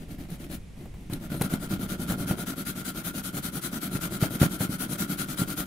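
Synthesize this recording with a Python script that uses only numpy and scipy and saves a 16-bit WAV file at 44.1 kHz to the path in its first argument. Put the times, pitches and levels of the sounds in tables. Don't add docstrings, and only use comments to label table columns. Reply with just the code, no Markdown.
import sys
import numpy as np
from scipy import signal
from scipy.fft import rfft, irfft
from scipy.io import wavfile
from scipy.ndimage import uniform_filter1d

SR = 44100
rng = np.random.default_rng(int(sys.argv[2]) if len(sys.argv) > 2 else 0)


def materialize(psi):
    bounded = np.clip(np.atleast_2d(psi).T, -1, 1)
    quanta = np.round(bounded * 32767).astype(np.int16)
    wavfile.write(sys.argv[1], SR, quanta)


N = 249606
T = np.arange(N) / SR
TAPS = 4096
FREQ = np.maximum(np.arange(TAPS // 2 + 1) * SR / TAPS, 1)

# start_s, relative_thud_db, relative_crack_db
JOLTS = [(0.185, -28, -41), (0.404, -30, -54), (0.856, -48, -41), (.94, -56, -44.5), (1.098, -22, -36.5),
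         (1.126, -18.5, -39), (1.411, -15.5, -18.5), (1.537, -19, -31), (1.73, -18.5, -36),
         (2.105, -20, -29.5), (2.309, -15, -26), (3.952, -17, -34.5), (4.225, -10, -52), (4.232, -28, -20),
         (4.415, -7, -21), (4.428, -9.5, -19.5), (4.606, -16.5, -25), (4.693, -17.5, -50),
         (5.417, -15.5, -31)]
# pitch_hz, bandwidth_hz, gain_db
BLADE_MODES = [(4100, 230, -2), (6500, 36, -13), (9200, 59, 10), (10000, 360, 0.5), (11400, 110, -24),
               (11600, 130, 1), (12380, 63, 6)]
# pitch_hz, bandwidth_hz, gain_db
BENCH_MODES = [(156, 37, -3), (184.2, 49.5, 6.5), (253, 41, -2), (285.5, 29, -6.5), (382, 48, -21),
               (569, 38, -11)]
# frequency_hz, gain_db
RASP_SPECTRUM = [(300, -28), (750, -1.5), (1050, -13.5), (1900, -8), (2700, -9), (3900, -3), (5300, -9),
                 (6300, -5.5), (7200, -6), (9000, -1.5), (10300, 2), (12000, 1.5), (13300, -3),
                 (15300, -3.5)]


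def sawing(jerk=0.72):
    speed, stroke, progress = arm()
    rasp_gain, wood_gain, bench_gain = effort(stroke, progress)
    bites = teeth(speed)
    fibres = tearing(bites)
    jerks = unit(bites * rng.choice([-1, 1], (2, N)))
    force = unit(jerk * jerks + fibres)
    body = workpiece(force, speed, wood_gain) + bench(force, rocking(speed, stroke, progress), bench_gain)
    return blade(fibres, speed, stroke, rasp_gain), body


def arm(push_skew=0.82, pull_skew=1.12, push_sharpness=1.32, pull_sharpness=0.85):
    stroke, progress = np.divmod(strokes_done(T), 1)
    pull = stroke % 2
    arch = np.abs(np.sin(np.pi * progress ** np.where(pull, pull_skew, push_skew)))
    speed = arch ** np.where(pull, pull_sharpness, push_sharpness)
    return speed, stroke.astype(int), progress


def strokes_done(times, push_share=0.52):
    # time_s, cycles_done
    pace = [(-.035, 0), (.165, 1), (.585, 3), (.74, 3), (1.085, 4), (1.681, 7), (2.063, 9), (3.798, 18),
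            (4.776, 23), (5.745, 28)]
    turns, cycles = np.transpose(pace)
    cycle, phase = np.divmod(np.interp(times, turns, cycles), 1)
    return 2 * cycle + np.interp(phase, [0, push_share, 1], [0, 1, 2])


def effort(stroke, progress, jam_strain=6.3, skid=0.69, bite_s=1.085, scatter_db=0.5):
    # time_s, relative_rasp_db
    pressure = [(0, -57), (.32, -53), (.55, -47), (.6, -60), (.82, -62), (1.05, -71), (1.11, -47),
                (1.53, -38), (2.1, -35.5), (2.7, -34), (3.7, -32), (4.4, -34.5), (5, -31.5), (5.6, -31.5)]
    # time_s, relative_push_db, relative_pull_db
    shaking = [(0, -44.5, -44), (.53, -39.5, -37.5), (.62, -59, -48), (.8, -44.5, -58), (1.04, -61, -50.5),
               (1.11, -38, -40), (1.35, -31, -37), (1.85, -32.5, -35), (2.3, -30, -33), (2.65, -36.5, -37),
               (3.6, -37.5, -35), (3.95, -34, -33.5), (4.3, -34.5, -36), (5.6, -34, -36.5)]
    pull = stroke % 2
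    times, _, crack_db = np.transpose(JOLTS)
    jams = np.bincount(strokes_done(times).astype(int), undb(crack_db), minlength=stroke.max() + 1)
    strain = 1 + jam_strain * jams[stroke]
    grip = np.where(pull, 1, np.interp(progress, [0.09, 0.19], [skid, 1]))
    grip = grip * undb(scatter_db * rng.standard_normal(len(jams)))[stroke]
    rasp_db = contour(pressure) + pull * np.where(T < bite_s, 4.5, -3)
    moments, push_db, pull_db = np.transpose(shaking)
    shake_db = np.where(pull, np.interp(T, moments, pull_db), np.interp(T, moments, push_db))
    wood_db = (rasp_db + shake_db) / 2 + np.where(pull, -9.5, -8.5)
    gains = strain ** 0.82 * undb(rasp_db), strain * undb(wood_db), strain * undb(shake_db)
    return [uniform_filter1d(grip * gain, size=150) for gain in gains]


def teeth(speed, full_speed_hz=518.3, jitter=0.3, uneven_db=4.0):
    teeth_passed = np.cumsum(full_speed_hz * (0.3 + 0.7 * speed)) / SR
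    offset, depth = rng.standard_normal((N // 40, 2)).T
    onsets = np.searchsorted(teeth_passed, np.arange(len(offset)) + jitter * offset)
    pulses = np.zeros(N + 1)
    np.add.at(pulses, onsets, undb(uneven_db * np.clip(depth, -2, 2)))
    return pulses[:N]


def tearing(bites, tear_s=0.0028, rub=0.91):
    bursts = signal.lfilter([1], [1, -np.exp(-1 / (SR * tear_s))], bites)
    return unit((unit(bursts) + rub) * rng.standard_normal((2, N)))


def blade(fibres, speed, stroke, gain, rasp_db=2, sing_db=-9, grip_db=-10, shapes=13):
    flex = np.choose(stroke % shapes, [scatter(fibres, t60_s=0.05) for _ in range(shapes)])
    rasp = brighten(unit(through(fibres + flex, colour(RASP_SPECTRUM))))
    sing = undb(sing_db + grip_db * kerf_depth()) * through(rng.standard_normal((2, N)), modes(BLADE_MODES))
    return (undb(rasp_db) * rasp + sing) * gain * (speed ** 1.22 + 0.058)


def brighten(rasp, edge_hz=7000, shallow_db=-4.5, deep_db=1):
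    low = signal.sosfilt(signal.butter(1, edge_hz, fs=SR, output="sos"), rasp)
    return low + (rasp - low) * undb(shallow_db + (deep_db - shallow_db) * kerf_depth())


def kerf_depth():
    # time_s, depth_fraction
    kerf = [(1.05, 0.14), (1.45, 0.6), (1.8, 0.58), (5.66, 0.66)]
    return contour(kerf)


def workpiece(force, speed, gain, scratch_db=-2, lag_s=0.0074):
    # pitch_hz, bandwidth_hz, gain_db
    wood_modes = [(1400, 82, -1.5), (2106, 94, -21), (3114, 200, -19)]
    # frequency_hz, gain_db
    scratch_spectrum = [(300, -4), (600, 0), (950, -10.5), (1400, -2), (2200, -3.5), (3000, -6), (6000, -16)]
    drive = force * gain * (delayed(speed, lag_s) ** 0.71 + 0.43)
    depth = kerf_depth()
    ring = through(drive, modes(wood_modes))
    scratch = undb(scratch_db) * through(drive, colour(scratch_spectrum))
    return stereo(depth * ring + (1 - depth) * scratch, spread=0.83)


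def bench(force, motion, gain, ring_db=-1, sway_db=-14, cutoff_hz=700, lag_s=0.012):
    # frequency_hz, gain_db
    sway_spectrum = [(20, -14), (55, 1.5), (110, -6), (170, -4), (400, -2), (2000, -82)]
    drive = force * gain * (delayed(motion, lag_s) ** 0.69 + 0.29)
    shake = signal.sosfilt(signal.butter(2, cutoff_hz, fs=SR, output="sos"), drive)
    ring = undb(ring_db) * through(shake, modes(BENCH_MODES))
    sway = undb(sway_db) * through(shake, colour(sway_spectrum))
    return stereo(ring + sway, spread=0.065)


def rocking(speed, stroke, progress, tug_at=0.14, tug_width=0.54):
    tug = 0.73 * np.exp(-((progress - tug_at) / tug_width) ** 2)
    return np.where(stroke % 2, 0.54 * speed + tug, speed)


def knocks(heft=0.41, crack_s=0.0096):
    # frequency_hz, gain_db
    thud_spectrum = [(25, -14.5), (60, -9.5), (118, 3.5), (190, -4), (300, -6.5), (480, -20.5), (900, -50),
                     (3000, -113)]
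    # frequency_hz, gain_db
    crack_spectrum = [(150, -22), (430, 7.5), (780, 6.5), (1020, -1.5), (2200, -3), (4000, -20.5),
                      (12000, -14.5)]
    times, thud_db, crack_db = np.transpose(JOLTS)
    thump = colour(thud_spectrum)
    thud = blows(times, thud_db + heft * (thud_db - thud_db.max()), thump)
    ring = blows(times, thud_db - 10, filtered(modes(BENCH_MODES), thump)[:TAPS])
    splinter = blows(times, crack_db - 5, np.exp(-T[:TAPS] / crack_s)) * rng.standard_normal(N)
    return thud + ring + through(splinter, colour(crack_spectrum))


def pings(ring_db=-7, scrape_db=-13):
    # start_s, relative_level_db, slip_s
    snags = [(0.112, -37, 0.0021), (0.302, -37, 0.0033), (0.541, -55, 0.004), (.563, -39, 0.0023),
             (1.133, -21, 0.0036), (1.355, -37, 0.028), (1.419, -15, 0.003), (1.534, -25.5, 0.0076)]
    envelope = sum(blows(np.array([start_s]), [level_db], T[:TAPS] * np.exp(-2 * T[:TAPS] / slip_s))
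                   for start_s, level_db, slip_s in snags)
    slip = envelope * rng.standard_normal((2, N))
    ring = undb(ring_db) * through(slip, modes(BLADE_MODES))
    return ring + undb(scrape_db) * through(slip, colour(RASP_SPECTRUM))


def beaming(pair):
    # frequency_hz, gain_db
    right_shade = [(1000, -7.5), (2400, -2.5), (4400, -4), (6200, -1.5), (8000, -6.5), (11000, -17),
                   (15000, -12.5)]
    left, right = pair
    return np.array([left, filtered(right, colour(right_shade))])


def air(hush_db=-53):
    # frequency_hz, gain_db
    hush_spectrum = [(40, -4), (150, 3.5), (250, -0.5), (450, -7), (700, -14), (950, -16), (1450, -21),
                     (2130, -15.5), (4600, -24.5), (10400, -26), (15500, -41)]
    # frequency_hz, gain_db
    rumble_spectrum = [(20, -4.5), (60, -5), (140, -10.5), (220, -15), (600, -77)]
    # time_s, level_db
    rumble_level = [(0, -43), (2.25, -44.5), (2.42, -55.5), (5.66, -54.5)]
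    hush = stereo(through(rng.standard_normal((2, N)), colour(hush_spectrum)), spread=0.62)
    rumble = stereo(through(rng.standard_normal((2, N)), colour(rumble_spectrum)), spread=0.056)
    return undb(hush_db) * hush + undb(contour(rumble_level)) * rumble


def modes(table):
    return irfft(sum(undb(db) / (1 + 1j * (FREQ ** 2 - hz ** 2) / (FREQ * width)) for hz, width, db in table))


def colour(spectrum):
    hz, db = np.transpose(spectrum)
    cepstrum = irfft(np.log(undb(np.interp(np.log(FREQ), np.log(hz), db))))
    cepstrum[1:TAPS // 2] *= 2
    cepstrum[TAPS // 2 + 1:] = 0
    return irfft(np.exp(rfft(cepstrum)))


def scatter(x, t60_s, size=TAPS):
    return through(x, rng.standard_normal((2, size)) * np.exp(-np.log(1000) * T[:size] / t60_s))


def blows(times, levels_db, shape):
    hits = np.zeros(N + TAPS)
    for start, db in zip((times * SR).astype(int), levels_db):
        hits[start:start + TAPS] += undb(db) * shape / np.abs(shape).max()
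    return hits[:N]


def through(x, response):
    return filtered(x, response / np.sqrt(np.sum(response ** 2, axis=-1, keepdims=True)))


def filtered(x, response):
    x, response = np.atleast_2d(x).astype("f"), np.atleast_2d(response).astype("f")
    return np.squeeze(signal.oaconvolve(x, response, axes=1)[:, :N])


def stereo(pair, spread):
    mid, side = pair
    return mid + spread * np.array([side, -side])


def contour(points):
    return np.interp(T, *np.transpose(points))


def delayed(curve, lag_s):
    return np.interp(T - lag_s, T, curve)


def undb(db):
    return 10 ** (np.asarray(db) / 20)


def unit(x):
    return x / np.sqrt(np.mean(x ** 2))


def scene(room_db=-17, room_t60_s=0.3):
    rasp, body = sawing()
    direct = beaming(rasp + pings()) + body + knocks()
    walls = scatter(direct.mean(axis=0), room_t60_s, size=SR // 2)
    return direct + undb(room_db) * walls + air()


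def record(dry, top_hz=15600):
    return signal.sosfilt(signal.ellip(10, 0.2, 80, top_hz, fs=SR, output="sos"), dry)


dry = scene()
out = record(dry)
materialize(out)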